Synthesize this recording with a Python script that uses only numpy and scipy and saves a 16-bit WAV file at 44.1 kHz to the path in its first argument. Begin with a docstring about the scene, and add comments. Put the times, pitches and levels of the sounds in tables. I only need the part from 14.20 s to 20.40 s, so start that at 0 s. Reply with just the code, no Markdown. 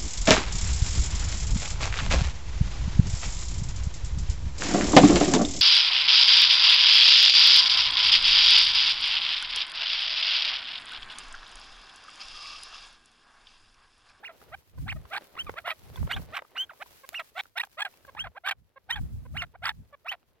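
"""Partridges cluck, yelp and squeak a step away from a hand-held phone on a stony hillside.
Each call sums the partials of a throat membrane, with pulsed breath noise and treble hiss.
Wind noise swells in gusts on the two microphone ports; dry grass and gravel rustle as crackling
noise under feet and hands, and stones and stalks tick as gritty cracks with a short ring."""
import sys
import numpy as np
from scipy import signal
from scipy.fft import rfft, irfft
from scipy.io import wavfile
from scipy.ndimage import uniform_filter1d

SR = 44100
rng = np.random.default_rng(int(sys.argv[2]) if len(sys.argv) > 2 else 0)


def volts(x):
    """Linear amplitude factor 10**(x/20) for a level x in dB, scalar or array-like."""
    e = np.asarray(x, float) / 20
    return 10 ** e


def put_to_file(sound):
    """Save the sound as 16-bit audio at rate SR, in the file named by the first command-line argument."""
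    columns = np.atleast_2d(sound).T  # one column per channel
    safe = np.clip(columns, -1, 1)
    whole_steps = np.round(safe * 32767)
    wavfile.write(sys.argv[1], SR, whole_steps.astype(np.int16))


N = 273408


def gain_db(hz, points):
    """Reads a spectrum of (hz, gain_db) points on a log-frequency axis."""
    at, db = np.transpose(points)
    return np.interp(np.log(hz + 1), np.log(at), db)


def colour(x, points):
    """Shapes the spectrum by (hz, gain_db) points."""
    hz = np.fft.rfftfreq(x.shape[-1], 1 / SR)
    return irfft(rfft(x) * volts(gain_db(hz, points)), x.shape[-1])


def unit(x):
    """Scales to rms 1."""
    return x / np.sqrt(np.mean(x ** 2))


def walk(rate_hz, size=N):
    """Random wander that turns about rate_hz times a second, rms 1."""
    k = max(int(SR / rate_hz), 1)
    smooth = uniform_filter1d(rng.standard_normal(size), k)
    return unit(uniform_filter1d(smooth, k))


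def curve(rows, axis=1):
    """A level column as a gain for every sample."""
    return volts(np.interp(np.arange(N) / SR, *np.transpose(rows)[[0, axis]]))


# gusts on the microphone ports: start_s, stay_s, level_db (relative)
GUST_TIMES = [(.3, 0.067, -60.5), (.57, 0.097, -43), (0.759, 0.01, -42.5), (.86, 0.018, -62.5),
              (1.26, 0.017, -50.5), (1.42, 0.01, -64), (1.71, 0.01, -39), (1.8, 0.048, -36),
              (1.95, 0.062, -40.5), (4.0, 0.052, -59), (4.379, 0.037, -59.5), (4.72, 0.034, -56),
              (4.812, .12, -37), (5.049, 0.19, -42), (5.42, 0.21, -52.5), (6.19, 0.026, -70)]


def gusts():
    """Each gust rises, stays and dies away over a calm breeze."""
    rise_db_per_s, fall_db_per_s, calm_db = 299.5, 263, -77.5
    t = np.arange(N) / SR
    gain = volts(calm_db)
    for s, stay, db in GUST_TIMES:
        before_s, after_s = np.maximum(s - t, 0), np.maximum(t - s - stay, 0)
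        gain = gain + volts(db - rise_db_per_s * before_s - fall_db_per_s * after_s)
    return gain


# spectrum of wind at the ports: frequency_hz, gain_db
WIND_SPECTRUM = [(25, -18.5), (50, 1.5), (78, 4), (130, -2), (250, -16), (600, -51)]


def wind():
    """Gusts knock the ports in lumps of low noise, partly in opposite sense left and right."""
    lumps = volts(4.5 * walk(16))
    same, opposed = unit(colour(rng.standard_normal((2, N)), WIND_SPECTRUM)) * lumps
    both = same + 1.35 * opposed * np.array([[.85], [-1]])
    return gusts() * volts(-1.5) * both


def crackle(points, apart, scatter_db, share):
    """Tiny crackles of very uneven size over a hiss; apart = side gain, share = chance per sample."""
    sizes = volts(scatter_db * rng.exponential(size=N)) * (rng.random(N) < share)
    bursts = 1 + uniform_filter1d(sizes, size=40) * 30
    noise = unit(colour(rng.standard_normal((2, N)) * bursts, points))
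    mid, side = noise * volts(3.0 * walk(33))
    return mid + apart * side * np.array([[1], [-1]])


# feet and hands on the slope: time_s, grass_level_db, gravel_level_db (both relative)
RUSTLE_LEVELS = [(0.15, -72.5, -63.5), (0.225, -66.5, -62), (0.5, -72.5, -73), (0.84, -68, -61),
                 (1.1, -64.5, -59.5), (1.6, -63.5, -68.5), (1.74, -61, -53), (2.06, -65, -58.5),
                 (2.3, -70, -65), (2.75, -62, -69), (3.1, -62, -78.5), (3.52, -70.5, -81),
                 (3.78, -67, -69.5), (4.1, -76, -70.5), (4.45, -84.5, -78), (4.9, -75, -69.5),
                 (5.3, -78.5, -72.5), (6.1, -79, -76)]
# spectrum of dry grass: frequency_hz, gain_db
GRASS_SPECTRUM = [(2000, 3.5), (5000, 1.5), (8700, -4), (12500, 2), (16000, -2.5)]
# spectrum of gravel: frequency_hz, gain_db
GRAVEL_SPECTRUM = [(150, -5), (450, 3.5), (1000, -5), (4500, -18), (9000, -46.5)]


def rustle():
    """Dry grass is bright and wide, gravel is dull and more central."""
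    grass = crackle(GRASS_SPECTRUM, apart=1.1, scatter_db=3.4, share=.002)
    gravel = crackle(GRAVEL_SPECTRUM, apart=.5, scatter_db=3.8, share=.0015)
    return curve(RUSTLE_LEVELS) * grass + curve(RUSTLE_LEVELS, axis=2) * gravel


# Every note below returns breakpoints: time_s, pitch_hz, level_db, roughness (held to 0-1 in call)

# clucks that swell: start_s, length_s, level_db (relative, at the loudest), opening_hz, full_hz
CLUCK_NOTES = [(.024, 0.019, -42.5, 800, 890), (.312, 0.043, -37.5, 637, 806),
               (0.657, 0.022, -43, 760, 820), (0.903, 0.085, -33.5, 684, 777.5),
               (1.354, 0.04, -34, 603, 744), (1.439, 0.079, -31.5, 682, 759), (1.889, 0.04, -27, 755, 974),
               (2.12, .066, -33, 653, 779), (2.34, 0.017, -52.5, 580, 750), (2.596, .037, -34.5, 622, 792),
               (2.919, 0.021, -45, 637, 755), (3.149, .064, -32.5, 687, 763),
               (3.354, 0.038, -27.5, 750, 808), (3.569, 0.046, -30, 657, 823),
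               (3.953, 0.029, -41.5, 848, 900), (4.147, 0.04, -39.5, 524, 810),
               (4.235, 0.071, -29.5, 746, 816), (4.687, 0.023, -31, 799, 908),
               (5.137, 0.029, -40.5, 650, 807), (5.334, 0.031, -45, 486, 756),
               (5.419, 0.072, -29.5, 750, 881), (5.844, 0.028, -40.5, 673, 759)]


def cluck(s, length, db, opening_hz, full_hz):
    """A clear low opening, then the pitch is pushed up and turns rough until the breath is cut."""
    opened, full = min(.018, 0.49 * length), min(.032, .75 * length)  # s after the start
    cut = max(length - 0.007, full + 0.00074)
    rasp = 0.14 * (db + 35.5)  # harder clucks rasp more
    return [(s, .85 * opening_hz, db - 27.5, .4),
            (s + opened, opening_hz, db - 7, 0.13),
            (s + full, full_hz, db - 2, .5 + rasp),
            (s + cut, full_hz, db, .75 + rasp),
            (s + length, full_hz, db - 15.5, .75)]


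# whistling squeaks: start_s, length_s, level_db (relative, at the landing), top_hz, leap_s
SQUEAK_NOTES = [(0.037, 0.051, -42, 2905, 0.02), (0.677, 0.048, -35.5, 3134, 0.028),
                (2.94, .066, -36, 2926, 0.012), (5.163, 0.063, -34, 3057, .016)]


def squeak(s, length, db, top_hz, leap_s):
    """A rough leap, loudest just before it lands, a clearer arch over the top, a rough drop."""
    drop_s = .013
    return [(s, 0.3 * top_hz, db - 7.5, .6),
            (s + .6 * leap_s, .7 * top_hz, db + 2, .3),
            (s + leap_s, .93 * top_hz, db, .2),
            (s + (leap_s + length - drop_s) / 2, top_hz, db, .05),
            (s + length - drop_s, 0.85 * top_hz, db - 3.5, .2),
            (s + length, .5 * top_hz, db - 1, .8)]


# sharp clucks, mostly closing a call: start_s, length_s, level_db (relative, at the burst), pitch_hz,
# roughness (1 and over is fully rough)
SNAP_NOTES = [(0.087, 0.04, -42.5, 699, 0.54), (0.721, 0.015, -32, 857, 1), (1.39, 0.018, -41, 718, 0.82),
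              (1.51, 0.027, -31, 672, 0.44), (1.96, 0.032, -34.5, 825, 0.7),
              (2.183, 0.022, -35.5, 764, 1.12), (2.991, 0.033, -33, 678.5, 0.64),
              (3.43, .02, -33, 845, 0.7), (3.646, 0.04, -30.5, 838, 0.65), (4.066, 0.021, -39.5, 769, 0.7),
              (4.307, 0.028, -26, 805.5, 0.72), (4.754, 0.044, -33.5, 870, 0.6),
              (5.217, 0.035, -31.5, 716, 0.77), (5.487, .034, -28.5, 855, 0.8),
              (5.911, 0.045, -32.5, 814.5, 1.1)]


def snap(s, length, db, hz, rough):
    """Bursts out, then fades while the pitch sags."""
    burst_s, hold_s, sag_hz_per_s = 0.0057, 0.54 * length, 3000

    def sag(t):
        """The pitch falls in a straight line after the burst."""
        return hz - sag_hz_per_s * (t - burst_s)

    return [(s, hz, db - 22, rough),
            (s + burst_s, hz, db, rough),
            (s + hold_s, sag(hold_s), db - 8, rough),
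            (s + length, sag(length), db - 23, rough + 0.42)]


# stones and stalks: time_s, level_db (relative), ring_hz
TICK_KNOCKS = [(0.215, -50.5, 1260), (0.225, -50.5, 448), (0.242, -57, 890), (0.853, -44.5, 1020),
               (1.036, -71, 600), (1.05, -58, 2300), (1.152, -42.5, 1240), (1.294, -29.5, 480),
               (1.339, -42, 487), (1.612, -82, 538), (1.758, -42, 3460), (1.828, -40, 595),
               (1.875, -38.5, 550), (1.995, -45.5, 496), (2.02, -48, 600), (2.04, -65, 500),
               (2.072, -70, 2500), (2.092, -70, 600), (2.221, -40.5, 536), (2.249, -53, 1220),
               (2.298, -62, 2100), (2.534, -50.5, 965), (2.66, -49, 930), (3.255, -50.5, 1400),
               (3.47, -54.5, 800), (3.738, -56.5, 2650), (3.849, -47, 1600), (3.949, -41.5, 860)]


def ticks():
    """Each knock: a gritty crack and a dull ring under one quick rise and decay."""
    out, t = np.zeros((2, N)), np.arange(700) / SR
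    grit = rng.standard_normal((len(TICK_KNOCKS), 2, len(t)))
    cracks = colour(grit, [(300, 0), (1000, 11.5), (15000, -38.0)])
    shape = t / 0.0015 * np.exp(1 - t / 0.0015)  # tops at 1.5 ms
    for (s, db, hz), crack in zip(TICK_KNOCKS, cracks):
        ring = np.sin(2 * np.pi * hz * t)
        out[:, int(s * SR):][:, :len(t)] += volts(db) * shape * (ring + 1.4 * crack)
    return out


# soft clear peeps: start_s, length_s, level_db (relative, at the loudest), pitch_hz (at the loudest)
PEEP_NOTES = [(0.576, 0.015, -52.5, 502), (0.756, 0.02, -49, 632), (1.769, 0.016, -44.5, 509),
              (2.833, 0.023, -46, 529), (3.876, 0.026, -45.5, 544), (4.558, 0.027, -47.5, 529.5),
              (5.05, 0.02, -51, 507), (5.724, 0.031, -47, 568)]


def peep(s, length, db, hz):
    """A small swell on a gently sinking pitch, clearest between its ends."""
    sag = 1370 * length / 2  # Hz
    return [(s, hz + sag, db - 11, .3),
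            (s + 0.29 * length, hz + 0.53 * sag, db - 4, 0.2),
            (s + 0.76 * length, hz, db, 0.2),
            (s + length, hz - sag, db - 11, .7)]


# held whistles: start_s, length_s, level_db (relative, at the loudest), landing_hz, last_hz
SQUEAL_NOTES = [(1.164, .066, -30.5, 2697, 3155), (2.353, 0.1, -28, 2833, 3164),
                (3.966, 0.071, -30.5, 2615, 3295), (5.857, 0.065, -30.5, 2408, 3100)]


def squeal(s, length, db, landing_hz, last_hz):
    """A low voice breaks into a leap, landing on a pure whistle that creeps up, swells and fades."""
    leap_s = 0.026
    return [(s, 0.3 * landing_hz, db - 18, .3),
            (s + 0.89 * leap_s, .55 * landing_hz, db - 9, .6),
            (s + .9 * leap_s, 0.34 * landing_hz, db - 16, .9),
            (s + leap_s, landing_hz, db - 4.5, .02),
            (s + 0.6 * length, landing_hz + .75 * (last_hz - landing_hz), db, .02),
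            (s + .85 * length, last_hz, db - 10, .15),
            (s + length, last_hz, db - 31.5, .6)]


# plain slides, some whistled, some in the low voice: start_s, length_s, level_db (relative, 12 ms in),
# first_hz, last_hz
SLIDE_NOTES = [(1.265, 0.054, -43, 1236, 1017), (1.927, 0.035, -31.5, 2914, 3420),
               (2.493, .04, -45, 1704, 622), (3.407, .016, -32.5, 2025, 3200), (4.039, .044, -40, 884, 496),
               (4.722, 0.037, -31.5, 3100, 3284)]


def slide(s, length, db, first_hz, last_hz):
    """One glide, up or down, that fades as it goes."""
    early_s, rough = 0.012, .2

    def glide(t):
        """Equal pitch ratios in equal times."""
        return first_hz * (last_hz / first_hz) ** (t / length)

    return [(s, first_hz, db + 2.5, rough),
            (s + early_s, glide(early_s), db, rough),
            (s + 0.64 * length, glide(0.96 * length), db - 7, 2 * rough),
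            (s + length, last_hz, db - 34, .8)]


# yelps at the height of a call: start_s, length_s, level_db (relative, at the loudest),
# pitch_hz (at the loudest)
YELP_NOTES = [(3.393, 0.022, -24.5, 943), (3.613, 0.023, -24.5, 842), (4.7, .024, -23.5, 939)]


def yelp(s, length, db, hz):
    """Short, loud and clear: a quick swell on a pitch pushed upward."""
    peak, rise_hz_per_s = .42, 4600  # peak as a share of the length
    return [(s + at * length, hz + rise_hz_per_s * (at - peak) * length, db + under_db, rough)
            for at, under_db, rough in [(0, -21, .7), (peak, 0, .2), (1, -21, .5)]]


def notes():
    """Every note as rows of (time_s, pitch_hz, level_db, roughness)."""
    kinds = ((cluck, CLUCK_NOTES), (snap, SNAP_NOTES), (yelp, YELP_NOTES), (peep, PEEP_NOTES),
             (squeak, SQUEAK_NOTES), (squeal, SQUEAL_NOTES), (slide, SLIDE_NOTES))
    return [rule(*row) for rule, table in kinds for row in table]


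# windpipe, beak and ground as heard at the phone: frequency_hz, gain_db
THROAT_SPECTRUM = [(400, -26.5), (800, 1), (1650, 3.5), (2300, 2), (2850, -3.5), (3500, -2.5),
                   (4200, -10.5), (4700, -22), (5300, -24), (6400, -30), (7600, -38), (11500, -40),
                   (16000, -41)]
# spectrum of the breath's treble hiss: frequency_hz, gain_db
HISS_SPECTRUM = [(6000, -28.5), (7600, 4), (9500, -9.5), (12000, 1), (16000, -4.5)]


def call(rows):
    """One call: the membrane's partials through the throat; rough parts wobble, beat and hiss."""
    s, hz, db, rough = np.transpose(rows)
    t = np.arange(int(s[0] * SR), int(s[-1] * SR)) / SR
    # breath pressure, the root of the amplitude, runs straight between rows
    hz, pressure, rough = (uniform_filter1d(np.interp(t, s, c), size=60)
                           for c in (hz, volts(db / 2), rough))
    rough = np.clip(rough, 0, 1) ** 1.4
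    rough_wobble = .07 * walk(400, size=len(t)) + .04 * walk(80, size=len(t))
    wobble = 1 + rough * rough_wobble + .012 * walk(120, size=len(t))
    phase = 2 * np.pi * np.cumsum(hz * wobble) / SR

    k = np.arange(1, 41)[:, None] / 2  # partial numbers in halves
    partial_hz = k * hz
    # harder calls push more into the upper partials
    octaves_up = np.log2(np.clip(partial_hz, hz, 4000) / hz)
    effort_db = 0.74 * (40 * np.log10(pressure) + 33) * octaves_up
    # every other cycle is weaker, which sounds at half pitch
    half_db = np.where(k % 1 > 0, -24 + 16 * rough, 0) - 6 * (k < 1)
    # a cluck pushed high is about to flip up an octave: its odd partials fade
    odd_db = np.where(k % 2 == 1, -11 * np.clip((hz - 740) / 200, 0, 1) * (hz < 1050), 0)
    # partials waver on their own, half-pitch and treble ones even in clear calls
    restless = (k % 1 > 0) | (partial_hz > 5000)
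    flutter_db = 5.5 * (rough + 0.78 * restless) * np.array([walk(220, size=len(t)) for _ in k])
    total_db = gain_db(partial_hz, THROAT_SPECTRUM) + effort_db + half_db + odd_db + flutter_db
    gains = volts(total_db) * (partial_hz < 15500)
    # the windpipe delays the partials unequally, so a cycle is no single spike
    partials = gains * np.cos(k * phase + 1.2 * k ** 2)
    voiced = partials.sum(axis=0) / np.sqrt((gains ** 2).sum(axis=0) / 2)
    voiced = voiced * volts(3.5 * rough * walk(300, size=len(t)))

    # escaping air pulses with each cycle
    air = unit(colour(rng.standard_normal(len(t)) * (0.43 + np.cos(phase)), THROAT_SPECTRUM))
    # breath hisses in the treble, more with effort and roughness
    hiss_db = -27.5 + 7.1 * rough + 0.69 * (36.8 * np.log10(pressure) + 28.5)
    hiss = unit(colour(rng.standard_normal(len(t)), HISS_SPECTRUM)) * volts(hiss_db)
    air_share = np.clip(.003 + .2 * rough, 0, .35)
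    edge = np.clip(np.minimum(t - t[0], t[-1] - t) / 0.0035, 0, 1)  # 3.5 ms fades
    return edge * pressure ** 2 * (np.sqrt(1 - air_share) * voiced + np.sqrt(air_share) * air + hiss)


# the phone's body between the ports: frequency_hz, left_minus_right_db, left_lead_radians
PORT_DIFFERENCE = [(800, -1, 0), (1500, -3.5, .2), (2400, -4.5, 1.7), (3200, -1, 2.2), (4300, -1.5, 1.7),
                   (8000, 2, 4.6), (16000, 1, 11)]
# the phone turns in the hand: time_s, extra_left_lead_ms
PHONE_TURN = [(.6, 0.0042), (1.4, -0.0082), (2.1, -0.12), (2.8, -0.13), (3.5, 0.014), (4.3, -0.011),
              (4.75, -0.0048), (5.4, -0.00067), (5.9, -0.024)]


def birds():
    """All calls at the two ports, with a faint quick scatter back from the stones."""
    size, margin = 8192, 200  # samples
    direct = np.zeros((2, N + size))
    hz = np.fft.rfftfreq(size, 1 / SR)
    at, left_db, lead = np.transpose(PORT_DIFFERENCE)
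    level = np.interp(hz, at, left_db) * np.log(10) / 20
    for rows in notes():
        start_s = rows[0][0]
        turn = 2 * np.pi * hz * np.interp(start_s, *np.transpose(PHONE_TURN)) / 1000
        # each port takes half of the difference in level and phase
        half = (level + 1j * (np.interp(hz, at, lead) + turn)) / 2
        spectrum = rfft(np.pad(call(rows), margin), size)
        ports = irfft(spectrum * np.exp([half, -half]), size)
        direct[:, int(start_s * SR) - margin:][:, :size] += ports
    t = np.arange(3000) / SR
    scatter = rng.standard_normal((2, len(t))) * volts(-39 - 60 * t / .03)  # falls 60 dB in 30 ms
    stones = signal.fftconvolve(direct, scatter, axes=1)[:, :direct.shape[1]]
    return volts(0.5) * (direct + stones)[:, :N]


def scene():
    """Birds over wind, rustle and ticks."""
    return birds() + wind() + rustle() + ticks()


def low_pass(x):
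    """Removes everything above the highest recorded frequency."""
    return signal.sosfilt(signal.butter(12, 16480, fs=SR, output="sos"), x)


def record(dry):
    """The hand-held phone takes the two port signals as they stand."""
    return low_pass(dry)


dry = scene()
out = record(dry)
put_to_file(out)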